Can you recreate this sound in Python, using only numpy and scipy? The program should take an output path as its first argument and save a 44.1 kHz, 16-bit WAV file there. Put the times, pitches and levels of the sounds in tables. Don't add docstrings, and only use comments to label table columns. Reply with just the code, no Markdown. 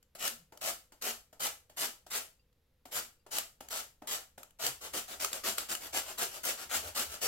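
import sys
import numpy as np
from scipy import signal
from scipy.fft import rfft, irfft, next_fast_len
from scipy.io import wavfile
from scipy.ndimage import uniform_filter1d, map_coordinates

SR = 44100
rng = np.random.default_rng(int(sys.argv[2]) if len(sys.argv) > 2 else 0)


def wrap_up_sound(samples):
    columns = np.atleast_2d(samples).T
    tamed = np.clip(columns, -1, 1)
    steps = np.round(tamed * 32767).astype(np.int16)
    wavfile.write(sys.argv[1], SR, steps)


N = 320607
RUBBING_FROM_S = 4.7

# t/s, length/s, level/dB, swell from bite to hardest press/dB
PUSHES = [(0.182, 0.1, -30, 12.5), (0.608, 0.1, -29, 10.5), (1.012, 0.099, -32, 5),
          (1.395, 0.08, -29.5, 4.5), (1.764, 0.095, -29, 7.5), (2.101, 0.085, -30, 7),
          (2.91, 0.086, -31, 10), (3.306, 0.092, -32, 6.5), (3.698, 0.11, -35, 1.5), (4.068, 0.087, -30, 9),
          (4.587, 0.096, -28.5, 12.5), (4.926, 0.07, -32, 3), (5.194, 0.067, -32.5, 1.5),
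          (5.43, 0.08, -28.5, 5.5), (5.683, 0.056, -31.5, 4), (5.923, 0.075, -28.5, 9.5),
          (6.173, 0.071, -28.5, 6.5), (6.429, 0.085, -29, 3.5), (6.691, 0.085, -26.5, 12),
          (6.945, 0.085, -28, 5.5), (7.208, 0.073, -28, 5)]
# f/Hz, level/dB
PEEL_SPECTRUM = [(40, -14), (170, -11.5), (300, -3), (480, 1), (800, 0.5), (1050, -3), (2000, -1.5),
                 (4000, -1.5), (5600, -0.5), (8500, -1), (10500, -5), (12300, -4), (14000, -2.5),
                 (15600, -8)]


def amp(db):
    return 10 ** (np.asarray(db) / 20)


def unit(x):
    return x / np.sqrt(np.mean(x ** 2) + 1e-20)


def along(points, hz):
    f, level = np.transpose(points)
    return np.interp(np.log(hz + 1), np.log(f + 1), level)


def wobble(n, rate):
    return map_coordinates(rng.standard_normal(int(n * rate / SR) + 4), [np.arange(n) * rate / SR])


def filtered(x, response):
    size = next_fast_len(x.shape[-1] + SR // 4)
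    return irfft(rfft(x, size) * response(np.fft.rfftfreq(size, 1 / SR)), size)[..., :x.shape[-1]]


def ring(x, level, size=4096):
    cepstrum = irfft(np.log(amp(level(np.fft.rfftfreq(size, 1 / SR)))))
    cepstrum[1:size // 2] *= 2
    cepstrum[size // 2 + 1:] = 0
    response = irfft(np.exp(rfft(cepstrum)))
    return signal.fftconvolve(x, response[None] / np.linalg.norm(response), axes=1)[:, :N]


def grains(n, rate, spread_db):
    hits = rng.random(n) < rate / SR
    polarity = np.sign(rng.standard_normal(n))
    sizes = amp(spread_db * np.clip(rng.standard_normal(n), -2, 2))
    return unit(hits * polarity * sizes)


def place(track, s, forces, direct_db, room_db, bowl_t60=0.014, room_t60=0.28, build_s=0.0036):
    t = np.arange(SR // 3) / SR
    bowl = unit(amp(-60 * t / bowl_t60))
    walls = amp(room_db) * unit(amp(-60 * t / room_t60) * (1 - np.exp(-(t / build_s) ** 2)))
    paths = rng.standard_normal((len(forces), 2, len(t))) * np.hypot(bowl, walls) / np.sqrt(len(t))
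    paths[:, [0, 1], [0, 3]] += amp(direct_db)
    paths /= np.linalg.norm(paths, axis=2, keepdims=True)
    start = max(round(s * SR), 0)
    heard = signal.fftconvolve(forces[:, None], paths, axes=2).sum(axis=0)[:, :N - start]
    track[:, start:start + heard.shape[1]] += heard


def room_air(level_db=-73, mono_hz=500):
    # f/Hz, level/dB
    air_spectrum = [(20, -4.5), (45, -6), (120, -14), (200, -18), (400, -26.5), (500, -16), (620, -31),
                    (1500, -34.5), (4000, -37), (9500, -46.5), (11700, -38), (15500, -46)]
    middle = rng.standard_normal(N)
    sides = filtered(rng.standard_normal((2, N)), lambda hz: hz / (hz + mono_hz))
    return amp(level_db) * unit(filtered(middle + sides, lambda hz: amp(along(air_spectrum, hz))))


def handling(lifted_db=-79, rubbing_db=-70, push_db=5, lag_s=0.022, width_s=0.11):
    # f/Hz, level/dB
    rumble_spectrum = [(20, -20), (52, -4), (63, -12), (69, 3.5), (76, -6), (100, -12), (150, -13),
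                       (400, -51.5), (1000, -100)]
    t = np.arange(N) / SR
    effort = sum(np.exp(-((t - s - length - lag_s) / width_s) ** 2) for s, length, *_ in PUSHES)
    level_db = np.where(t < RUBBING_FROM_S, lifted_db + push_db * effort, rubbing_db)
    rumble = unit(filtered(rng.standard_normal(N), lambda hz: amp(along(rumble_spectrum, hz))))
    return uniform_filter1d(amp(level_db), size=SR // 20) * rumble


def peel_on_steel(hz, ringing=1):
    # f/Hz, width/Hz, level/dB
    sheet_modes = [(236, 12, 7), (657, 100, 3.5), (1318, 274, 7), (2956, 330, 4.5), (4600, 46, 5),
                   (6430, 110, 3), (7370, 200, 6.5), (8000, 230, 1), (11560, 460, 7), (13600, 260, -6)]
    steel = sum(db / (1 + (2 * (hz - centre) / width) ** 2) for centre, width, db in sheet_modes)
    return along(PEEL_SPECTRUM, hz) + ringing * steel


def snags(gain_db=-2.0, snap_s=0.0031, thin_hz=1800, thin_db=8, patches=2):
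    # t/s, level/dB
    snaps = [(0.027, -56), (0.277, -23), (0.574, -44), (0.613, -36.5), (1.022, -32), (1.467, -28),
             (2.528, -69), (3.384, -22), (3.686, -39.5), (4.073, -32.5), (4.431, -40.5), (4.507, -55.5),
             (4.665, -21.5), (5.246, -22), (5.33, -25.5), (5.582, -22.5), (5.751, -27)]
    track, t = np.zeros((2, N)), np.arange(SR // 50) / SR
    for s, db in snaps:
        snap = amp(db + gain_db) * np.exp(-(t / snap_s) ** 4) * rng.standard_normal((patches, len(t)))
        place(track, s, snap / np.sqrt(patches), direct_db=-2, room_db=-6.5)
    return ring(track, lambda hz: peel_on_steel(hz, ringing=1.5) - thin_db / (1 + (hz / thin_hz) ** 2))


def hollow_body(hz):
    # f/Hz, width/Hz, level/dB
    body_modes = [(100, 67, -11.5), (269, 50, -2), (373, 70, -2), (524, 50, -5.5), (612, 40, 4),
                  (734, 110, -2.5), (885, 100, -2), (1330, 200, -10), (1800, 200, -16)]
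    power = sum(amp(db) ** 2 / (1 + ((hz ** 2 - centre ** 2) / (width * (hz + 1))) ** 2)
                for centre, width, db in body_modes)
    return 10 * np.log10(power)


def landings(thud_db=14, squash_db=-7.0, squash_t60=0.025, tick_db=3.0, tick_t60=0.036,
             attack_s=0.001943, creak_db=-12, creak_t60=0.34, patches=2):
    # t/s, level/dB, tick offset/dB
    touchdowns = [(0.15, -40.5, -2), (0.521, -38.5, -13.5), (0.92, -50.5, -1), (1.327, -46, -7),
                  (1.695, -47, -5.5), (2.064, -46, -2), (2.853, -40, -6.5), (3.263, -41, -12),
                  (3.605, -37, -6), (4.019, -35.5, -18.5), (4.377, -36.5, -8)]
    thuds, ticks, t = np.zeros((2, N)), np.zeros((2, N)), np.arange(SR // 8) / SR
    attack = 1 - np.exp(-t / attack_s)
    creak = amp(creak_db - 60 * t / creak_t60)
    for s, db, bright_db in touchdowns:
        tears = np.array([grains(len(t), rate=2500, spread_db=3) for _ in range(patches)])
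        teeth = attack * tears / np.sqrt(patches)
        blow = amp(squash_db) * (amp(-60 * t / squash_t60) + creak) * teeth
        blow[0, round(2 * attack_s * SR)] += amp(thud_db)
        place(thuds, s, amp(db) * blow, direct_db=3, room_db=-0.5)
        tick = amp(db + bright_db + tick_db) * (amp(-60 * t / tick_t60) + creak / 2) * teeth
        place(ticks, s, tick, direct_db=-4.5, room_db=-1.0)
    return ring(thuds, hollow_body) + ring(ticks, peel_on_steel)


def strokes(lifted_rasp_db=-0.8, rubbing_rasp_db=-0.3, catch_swell_db=-7.5, catch_rasp_db=-4.5,
            return_s=0.078, turn_s=0.045, return_db=-40.5, return_swell_db=5, return_rasp_db=3.5):
    # t/s, length/s, level/dB
    catches = [(5.332, 0.023, -38.5), (5.573, 0.029, -37.5)]
    rows = [(s, length, db, catch_swell_db, catch_rasp_db) for s, length, db in catches]
    for s, length, db, swell_db in PUSHES:
        rubbing = s > RUBBING_FROM_S
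        rows.append((s, length, db, swell_db, rubbing_rasp_db if rubbing else lifted_rasp_db))
        if rubbing:
            rows.append((s - turn_s - return_s, return_s, return_db, return_swell_db, return_rasp_db))
    return rows


def pressure(t, length, swell_db, bite_s=0.0094, swell_share=0.7, release_s=0.016,
             graze_db=18, ease_db=6, let_go_db=31, off_db=78):
    moments = [0, bite_s, swell_share * length, length, length + release_s, length + 2 * release_s]
    levels = [-swell_db - graze_db, -swell_db, 0, -ease_db, -let_go_db, -off_db]
    return np.interp(t, np.maximum.accumulate(moments), levels)


def scraping(gain_db=-0.7, rasp_hz=1400, clump_db=1.0, shift_db=6, patches=3):
    track, t = np.zeros((2, N)), np.arange(SR // 6) / SR
    for start, length, db, swell_db, rasp_db in strokes():
        push = amp(db + pressure(t, length, swell_db))
        clumps = unit(amp(clump_db * wobble(len(t), rate=261.4)))
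        load = amp(shift_db * np.array([wobble(len(t), rate=23.2) for _ in range(patches)]))
        load /= np.linalg.norm(load, axis=0)
        tears = np.array([grains(len(t), rate=2600, spread_db=4.5) for _ in range(patches)])
        forces = push * clumps * load * tears
        rasp = filtered(forces, lambda hz: amp(rasp_db / (1 + (hz / rasp_hz) ** 4)))
        place(track, start, rasp, direct_db=-7, room_db=-1.03)
    return amp(gain_db) * ring(track, peel_on_steel)


def grip_bumps(half_length_s=0.045, width_hz=14):
    # t/s, f/Hz, level/dB
    shifts = [(0.32, 237, -65), (0.43, 168, -68.5), (2.99, 120, -67), (4.68, 130, -59.5), (5.5, 213, -56.5),
              (5.9, 71.6, -64), (6.79, 78, -60), (6.88, 76, -54.5), (7.09, 72, -55)]
    track, t = np.zeros(N + SR), np.arange(SR // 2) / SR
    swell = np.exp(-((t - t.mean()) / half_length_s) ** 2)
    for s, pitch_hz, db in shifts:
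        noise = rng.standard_normal(len(t))
        bump = swell * filtered(noise, lambda hz: 1 / (1 + ((hz - pitch_hz) / width_hz) ** 4))
        start = max(round((s - t.mean()) * SR), 0)
        track[start:start + len(t)] += amp(db) * bump * np.linalg.norm(swell) / np.linalg.norm(bump)
    return track[:N]


def pings():
    # f/Hz, level/dB, t60/s
    free_modes = [(2729, 0, 0.1), (4740, -2, 0.097)]
    # t/s, level/dB
    lifts = [(2.395, -70), (3.196, -74)]
    track, t = np.zeros((2, N)), np.arange(SR // 6) / SR
    tone = sum(amp(db - 60 * t / t60) * np.sin(2 * np.pi * hz * t) for hz, db, t60 in free_modes)
    for s, db in lifts:
        place(track, s, amp(db) * tone[None], direct_db=6, room_db=-6)
    return track


def scene(mono_hz=720):
    # f/Hz, left minus right/dB
    balance = [(200, 5), (340, -4.5), (520, 0), (640, 5.5), (900, 3.5), (1250, -0.5), (2400, 2.5),
               (4400, 1), (7500, 2.5), (9400, 5), (11000, 0), (13500, 0.5), (15500, 6)]
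    left, right = scraping() + landings() + snags() + pings()
    mid = (left + right) / 2
    side = filtered((left - right) / 2, lambda hz: hz / np.hypot(hz, mono_hz))
    grater = np.array([mid + side, mid - side])
    panned = filtered(grater, lambda hz: amp(np.outer([.5, -.5], along(balance, hz))))
    return panned + handling() + grip_bumps() + room_air()


def record(dry, top_hz=16000):
    return filtered(dry, lambda hz: 1 / (1 + (hz / top_hz) ** 240))


dry = scene()
out = record(dry)
wrap_up_sound(out)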